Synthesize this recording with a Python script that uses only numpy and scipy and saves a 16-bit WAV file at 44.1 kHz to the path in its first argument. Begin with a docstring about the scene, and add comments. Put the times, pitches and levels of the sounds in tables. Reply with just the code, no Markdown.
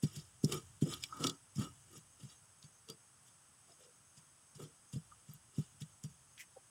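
"""Outdoors at a table, microphone close, with a hand-held coconut-shell bowl straight ahead and no echo.
A wooden pestle pounds and grinds chilies in the bowl. Each push thuds through the table top;
between pushes the pestle sticks and slips over the shell, which rasps and rings while skins
crunch, seeds snap and the wet paste pops. A soft, steady hiss lies underneath."""
import sys
import numpy as np
from scipy import signal
from scipy.fft import rfft, irfft, next_fast_len
from scipy.io import wavfile

SR = 44100
rng = np.random.default_rng(int(sys.argv[2]) if len(sys.argv) > 2 else 0)


def master(y):
    """Save y as 16-bit WAV."""
    cut = np.clip(np.atleast_2d(y).T, -1, 1)
    pcm = np.round(cut * 32767)  # scale
    wavfile.write(sys.argv[1], SR, pcm.astype(np.int16))


N = 295721
TIME = np.arange(N) / SR

# the pestle comes down: contact_s, thud_peak_db, crunch_db
PUSHES = [(0.033, -22, -46), (0.1648, -40.5, -54.5), (0.438, -19.5, -52), (0.5612, -45, -53.5),
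          (0.821, -20.5, -49), (1.56, -39.5, -53), (1.5806, -30.5, -62), (1.5902, -27.5, -51),
          (1.967, -52, -56), (2.2304, -45.5, -62.5), (2.2461, -47, -65), (2.6382, -52, -62.5),
          (4.173, -58, -60.5), (4.5543, -51.5, -59), (4.6261, -46, -58.5), (4.9332, -38.5, -53),
          (4.9563, -32.5, -61), (5.2875, -46.5, -64), (5.341, -54.5, -64), (5.581, -27, -60),
          (5.8136, -39.5, -53.5), (6.0406, -38, -56.5), (6.095, -57, -69)]
# the pestle grinds round the shell: most_pressure_s, rise_s, fall_s, rasp_db, shell_db, crunch_db
GRINDS = [(0.069, 0.024, 0.049, -70, -70, -60), (0.167, 0.045, 0.049, -65, -75, -55),
          (0.497, 0.032, 0.02, -47, -63.5, -54), (0.525, .011, .04, -41.5, -47.5, -43.5),
          (0.867, .015, 0.035, -43.5, -66, -54.5), (0.925, 0.037, 0.038, -53.5, -53.5, -47),
          (1.034, 0.025, .035, -69.5, -72, -51), (1.17, 0.051, .03, -62, -52.5, -60.5),
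          (1.206, 0.0094, 0.017, -42, -57, -52), (1.245, 0.029, .044, -38.5, -42.5, -43),
          (1.62, 0.025, .04, -48, -51.5, -50), (1.955, 0.051, 0.023, -62.5, -68, -61),
          (2.204, 0.011, .035, -68, -74, -63.5), (2.32, 0.038, 0.019, -79, -75, -61),
          (2.899, 0.013, 0.025, -54, -63.5, -54.5), (3.279, 0.019, 0.025, -88, -86, -66.5),
          (3.7, .03, 0.036, -74.5, -93, -67), (3.83, .04, 0.047, -83, -79, -67),
          (4.6, .012, 0.049, -51.5, -62.5, -59.5), (5.319, 0.038, 0.036, -88, -77, -67.5),
          (5.589, 0.039, 0.052, -69, -73, -61.5)]
# spectrum of crushed skins and seeds: frequency_hz, gain_db
CRUNCH = [(500, -14), (1650, -7), (2300, -9.5), (2900, -1.5), (3600, -1.5), (4250, -16.5), (5200, -1.5),
          (7000, 10), (9000, 4), (10500, 1), (12500, -23.5), (15500, -12)]
RASP_TOP_HZ, RING_TOP_HZ = 750, 1700  # upper edges of the bowl's low and middle modes
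FIRM_DB = -19.5  # a thud this loud squeezes the contact to half its time
LURCH_HZ = 38.9  # lurches a second of a grinding pestle


def pounding(tears, cushion_ms=1.604, rise_s=.007, fall_s=.017, skid_db=-26.5, skid_lag_s=.0051):
    """Each push bends the table top, crushes chilies and skids; harder thuds are shorter and brighter."""
    out, t = np.zeros(N), swell_times(rise_s, fall_s)
    grip = pressure(t, rise_s, fall_s)
    for s, db, crunch_db in PUSHES:
        squeeze = 1 + undb(db - FIRM_DB) ** .96
        lead_s, blow = thud(db, cushion_ms / squeeze)
        add(out, s + lead_s, blow)
        crackle = in_bowl(signal.unit_impulse(SR // 8), ring_db=0)
        add(out, s + t[0], stroke(excerpt(tears, len(t)), grip, crackle, crunch_db))
        skid = stroke(stick_slip(len(t), s), grip, rasp_ring(paste_hz=778), db + skid_db)
        add(out, s + skid_lag_s + t[0], skid)
    return out


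def thud(peak_db, soft_ms):
    """One soft blow on the table top: its start relative to the contact, and its sound."""
    # modes of the table top under the bowl: pitch_hz, signed_strength, t60_s
    table_modes = [(103.2, -0.257, 0.047), (147.9, 0.9, 0.041), (159.8, -0.482, 0.15),
                   (202.8, -0.276, 0.13), (243.4, -0.794, 0.038), (274.8, 1.483, 0.02),
                   (381.5, 0.56, 0.071), (401, -1.26, 0.039), (590, 0.72, .04), (706, -0.43, .04)]
    table = ring(table_modes)
    damp_s = .041 * soft_ms ** .95  # firm hands stop the ring sooner
    table *= np.exp(-(TIME[:len(table)] / damp_s) ** 2)
    t, force = bell(soft_ms)
    return t[0], peak(signal.fftconvolve(force, table), peak_db)


def grinding(tears, lurch_depth_db=2):
    """Slips of wood on shell shake the bowl's low and middle modes; tearing skins crackle above them."""
    out = np.zeros(N)
    for s, rise_s, fall_s, rasp_db, shell_db, crunch_db in GRINDS:
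        t = swell_times(rise_s, fall_s)
        grip = pressure(t, rise_s, fall_s) * undb(lurch_depth_db * np.cos(2 * np.pi * LURCH_HZ * t))
        slips = stick_slip(len(t), s)
        crackle = in_bowl(signal.unit_impulse(SR // 8), ring_db=3.5)
        add(out, s + t[0], stroke(slips, grip, rasp_ring(), rasp_db))
        add(out, s + t[0], stroke(slips, grip, shell_ring(), shell_db))
        add(out, s + t[0], stroke(excerpt(tears, len(t)), grip, crackle, crunch_db))
    return out


def stick_slip(size, s, jitter=.24, uneven_db=3):
    """The pestle sticks and slips at an unsteady rate: one kick for each slip."""
    # slipping is faster once the chilies have turned to paste: time_s, rate_hz
    slip_rate = [(.5, 345.7), (1.6, 272), (2.9, 450.4), (5, 417)]
    rate_hz = np.interp(s, *np.transpose(slip_rate))
    waver = level(colour(rng.standard_normal(SR), [(150, .5), (600, -41.5)]), 0)
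    turns = np.cumsum(rate_hz * np.exp(jitter * waver)) / SR
    kicks = np.diff(np.floor(turns), prepend=0)
    return np.resize(kicks * undb(uneven_db * rng.standard_normal(SR)), size)


def stroke(friction, grip, response, db):
    """Friction under a changing grip, through a resonator; db is the level at full grip."""
    sound = signal.fftconvolve(friction * grip, response)
    return sound * undb(db) * np.sqrt(np.sum(grip ** 2) / np.sum(sound ** 2))


def pressure(t, rise_s, fall_s, shape=1.42):
    """Pressure swells to 1 at time 0 and lets go, shaped between a cusp (1) and a bell (2)."""
    return np.exp(-np.abs(t / np.where(t < 0, rise_s, fall_s)) ** shape)


def swell_times(rise_s, fall_s):
    """The times that one swell of pressure spans."""
    return np.arange(-int(4 * rise_s * SR), int(4 * fall_s * SR)) / SR


def lurches(scatter_s=.0026, over_rasp_db=5):
    """Every lurch of a grinding stroke knocks the table, as hard as the pressure is then."""
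    out = np.zeros(N)
    lead_s, blow = thud(over_rasp_db, soft_ms=.91)
    for s, rise_s, fall_s, rasp_db, _, _ in GRINDS:
        for t in np.arange(-3, 4) / LURCH_HZ:
            start_s = s + t + lead_s + scatter_s * rng.standard_normal()
            add(out, start_s, blow * undb(rasp_db) * pressure(t, rise_s, fall_s))
    return out


def bowl_ring(low_hz, high_hz, uneven_db=2, detune=.012):
    """The bowl's modes in one range; each place of contact favours and shifts them differently."""
    # modes of the bowl in the hand: pitch_hz, gain_db, t60_s
    bowl_modes = [(280, 8, 0.069), (353.4, 3.5, 0.041), (396.4, -15, 0.057), (451, -3.5, 0.14),
                  (623, -30, 0.14), (910, 4.5, 0.33), (1000, 2, 0.053), (1252.5, 18.5, 0.045),
                  (1304, 13.5, 0.08), (1918, 14.5, 0.14), (2343, 15, 0.083), (2880, 15.5, 0.12),
                  (3180, 11.5, 0.041), (3462, 12.5, 0.052), (3780, 9, 0.022), (4000, 16, 0.19),
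                  (4680, 11, 0.1), (5192, 10, 0.034), (5670, -1, 0.12), (5728, 11, 0.1), (6000, -12, 0.069),
                  (6970, 4, 0.083), (7780, 10, 0.19), (10720, 9.5, 0.17), (13300, 1, 0.061)]
    place = rng.standard_normal((len(bowl_modes), 2))
    modes = []
    for (hz, db, t60), (favour, shift) in zip(bowl_modes, place):
        if low_hz <= hz < high_hz:
            strength = undb(db + uneven_db * favour) * 2 * np.log(1000) / (t60 * SR)
            modes.append((hz * (1 + detune * shift), strength, t60))
    return ring(modes)


def rasp_ring(paste_hz=556):
    """The bowl's low modes; paste rounds each kick, and the small bowl radiates little bass."""
    return muffle(np.diff(bowl_ring(0, RASP_TOP_HZ)), paste_hz)


def shell_ring(paste_hz=1280):
    """The shell's middle modes, kicked through the paste."""
    return muffle(np.diff(bowl_ring(RASP_TOP_HZ, RING_TOP_HZ)), paste_hz)


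def in_bowl(x, ring_db=2, damp_s=.032):
    """A crackle heard directly and through the shell's high modes, which the holding hand damps."""
    response = bowl_ring(RING_TOP_HZ, SR)
    response *= np.exp(-(TIME[:len(response)] / damp_s) ** 2)
    return x + undb(ring_db) * signal.fftconvolve(x, response)[:len(x)]


def tearing(pops_db=-3, lumpy_db=2):
    """Skins tear in lumpy bursts of dense cracks, mixed with wet pops."""
    cracks = level(colour(clicks(rate_hz=7000, spread_db=.6), CRUNCH), 0)
    return cracks * undb(lumpy_db * walk(rate_hz=100)) + level(wet_pops(), pops_db)


def wet_pops(low_hz=4200, high_hz=14500, decay_cycles=14, glide=.042, spread_db=4):
    """Tiny air pockets burst in the juice, each a short rising ping."""
    out, t = np.zeros(N), TIME[:SR // 80]
    for when, pitch, size in rng.random((2500, 3)):
        turns = low_hz * (high_hz / low_hz) ** pitch * t
        ping = np.exp(-turns / decay_cycles) * np.sin(2 * np.pi * turns * (1 + glide * t / t[-1]))
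        add(out, when * TIME[-1], ping * undb(-spread_db * np.log(max(size, .05))))
    return out


def snaps(crack_ms=1.24, splinter_ms=5.5, splinter_db=-16):
    """A seed gives way in a millisecond burst of cracks, amid fainter splintering."""
    # seeds that snap: time_s, direct_peak_db, lowest_hz, highest_hz
    seeds = [(0.163, -40, 4900, 9100), (0.447, -26, 4920, 7600), (0.524, -25.5, 2870, 9500),
             (0.939, -30, 3400, 5300), (1.039, -24.5, 2650, 6060), (1.242, -22.5, 2980, 6500),
             (1.2705, -23.5, 3600, 6540), (1.298, -27.5, 3530, 6750), (1.56, -41.5, 5250, 8000),
             (2.628, -47, 3440, 6140), (2.889, -41.5, 3230, 7300), (2.901, -36, 3220, 10100),
             (5.821, -43, 2670, 5270), (6.039, -39.5, 6160, 7900), (6.38, -47.5, 1890, 5000)]
    out, noise = np.zeros(N), rng.standard_normal((len(seeds), SR // 5))
    t, splinters = bell(splinter_ms)
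    crack = splinters ** ((splinter_ms / crack_ms) ** 2)  # the same bell, narrowed
    swell = crack + undb(splinter_db) * splinters
    for (s, db, low_hz, top_hz), fizz in zip(seeds, noise):
        band = [(low_hz / 2, -36), (low_hz, 0), (top_hz, -4), (2 * top_hz, -24)]
        add(out, s + t[0], peak(colour(fizz, band)[:len(t)] * swell, db))
    return in_bowl(out, ring_db=-8, damp_s=.019)


def knocks(contact_ms=4, hz=1260, edge_db=-26):
    """A brief scuff on the wall rings the shell's strongest pair of middle modes."""
    # the pestle meets the wall of the shell: time_s, peak_db
    wall_hits = [(1.129, -38), (5.12, -50.5)]
    out, (t, swell) = np.zeros(N), bell(contact_ms)
    band = [(hz / 2, edge_db), (hz, 0), (2 * hz, edge_db)]
    for s, db in wall_hits:
        scuff = colour(rng.standard_normal(SR), band)[:len(t)] * swell
        knock = signal.fftconvolve(scuff, bowl_ring(RASP_TOP_HZ, RING_TOP_HZ))
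        add(out, s + t[0], peak(knock, db))
    return out


def wipe(time_s=6.406, db=-50.5):
    """Wet paste fizzes as the pestle slides out."""
    # spectrum of the wet wipe: frequency_hz, gain_db
    wipe_colour = [(900, -30), (1500, -15), (1920, 1.5), (2600, -1), (4000, -18), (6000, -6.5),
                   (11000, -15), (15500, -19)]
    fizz = level(colour(clicks(rate_hz=7200, spread_db=1), wipe_colour), db)
    return fizz * pressure(TIME - time_s, rise_s=.016, fall_s=.021)


def blips(rough=.81):
    """Brief, slightly unsteady tones: faint squeaks, a thin high tick and a wet plop."""
    # single pitched blips: time_s, level_db, pitch_hz, width_ms
    tones = [(3.71, -67.5, 686, 19.3), (3.82, -66.5, 506, 20), (3.872, -66, 486, 24.5),
             (5.337, -39, 14550, 0.63), (6.573, -51, 533, 4.8), (6.577, -59.5, 785, 9.8)]
    out, noise = np.zeros(N), rng.standard_normal((len(tones), SR))
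    for (s, db, hz, ms), chance in zip(tones, noise):
        t, swell = bell(ms)
        waver = rough * level(colour(chance, [(80, 5), (600, -44)]), 0)[:len(t)]
        tone = np.exp(waver / 2) * np.sin(2 * np.pi * hz * t + waver)
        add(out, s + t[0], undb(db) * swell * tone)
    return out


def leaning(rock_db=-58, paste_db=-65, settle_s=.22, rest_db=-21.5):
    """After each push the table rocks and the paste crackles faintly, until the hands' weight settles."""
    # spectrum of the table's rocking: frequency_hz, gain_db
    rock_colour = [(25, -25), (55, -11), (80, -3), (105, -1.5), (140, -3.5), (200, -20.5), (400, -41.5)]
    efforts = np.zeros(N)
    for s, db, _ in PUSHES:
        add(efforts, s, [undb(db - FIRM_DB)])
    weight = undb(rest_db) + signal.lfilter([1], [1, -np.exp(-1 / (settle_s * SR))], efforts)
    rock = level(colour(rng.standard_normal(N), rock_colour), rock_db)
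    paste = level(in_bowl(colour(clicks(rate_hz=640, spread_db=1), CRUNCH)), paste_db)
    return (rock + paste) * weight


def background(air_db=-66.5, waver_db=.33, shrill_db=-76, flicker_db=3):
    """A gently wavering hiss with a thin shrill band in it, like far insects."""
    # spectrum of the outdoor hiss: frequency_hz, gain_db
    air_colour = [(25, -28.5), (70, -25), (124, 1), (170, -3), (420, -11.5), (1300, -6), (2200, -14),
                  (3100, -12), (4200, -19), (5100, -10.5), (7450, -17), (7750, -1), (10500, -9),
                  (11000, -23.5), (15500, -25.5)]
    air = level(colour(rng.standard_normal(N), air_colour), air_db)
    air *= undb(waver_db * walk(rate_hz=5.736))
    band = [(6000, -30), (6300, 0), (6500, 0), (7400, -30)]
    shrill = level(colour(rng.standard_normal(N), band), shrill_db)
    return air + shrill * undb(flicker_db * walk(rate_hz=24))


def widen(x, side_db=-8, lag_s=.000902):
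    """The top treble of the crackle is spread slightly between left and right."""
    treble = colour(x, [(3200, -78), (4800, -20), (8000, -40), (12000, 3)])
    side = np.interp(TIME - lag_s, TIME, treble)
    return x + undb(side_db) * np.array([side, -side])


def undb(db):
    """Decibels to gain."""
    return 10 ** (np.asarray(db) / 20)


def level(x, db):
    """Scale to an rms level."""
    return x * undb(db) / np.sqrt(np.mean(x ** 2))


def peak(x, db):
    """Scale to a peak level."""
    return x * undb(db) / np.abs(x).max()


def add(track, s, sound):
    """Mix a sound into the track from time s."""
    start = int(round(s * SR))
    first, last = max(start, 0), min(start + len(sound), N)
    track[first:last] += sound[first - start:last - start]


def excerpt(track, size):
    """A random stretch of a texture."""
    return track[int(rng.random() * (N - size)):][:size]


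def colour(x, points):
    """Filter by a curve through points of frequency_hz, gain_db."""
    hz, db = np.transpose(points)
    size = next_fast_len(len(x))
    freqs = np.maximum(np.fft.rfftfreq(size, 1 / SR), 1)
    gain = undb(np.interp(np.log(freqs), np.log(hz), db))
    return irfft(rfft(x, size) * gain, size)[:len(x)]


def muffle(x, hz):
    """Low-pass."""
    return signal.sosfilt(signal.butter(4, hz, fs=SR, output="sos"), x)


def ring(modes):
    """Impulse response of modes given as pitch_hz, strength, t60_s."""
    t = TIME[:SR // 7]
    return sum(g * np.exp(-np.log(1000) * t / t60) * np.sin(2 * np.pi * hz * t) for hz, g, t60 in modes)


def bell(ms):
    """A Gaussian swell with a standard deviation of ms: its times around the top, and its height."""
    half = int(5 * ms * SR / 1000) + 1
    t = np.arange(-half, half + 1) / SR
    return t, np.exp(-.5 * (1000 * t / ms) ** 2)


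def clicks(rate_hz, spread_db):
    """Randomly spaced tiny fractures of uneven size."""
    happens = rng.random(N) < rate_hz / SR
    return happens * rng.choice([-1, 1], N) * undb(spread_db * np.minimum(rng.exponential(size=N), 4))


def walk(rate_hz):
    """Random values joined by straight lines, rate_hz of them a second."""
    steps = rng.standard_normal(3000)
    return np.interp(TIME * rate_hz, np.arange(len(steps)), steps)


def scene():
    """The bowl is close and straight ahead, in open air with no echo."""
    tears = tearing()
    bowl = pounding(tears) + grinding(tears) + knocks() + snaps() + wipe() + leaning()
    return widen(bowl) + lurches() + blips() + background()


def record(dry, top_hz=15800):
    """The phone cuts the top treble steeply."""
    return signal.sosfilt(signal.ellip(10, .1, 70, top_hz, fs=SR, output="sos"), dry)


dry = scene()
out = record(dry)
master(out)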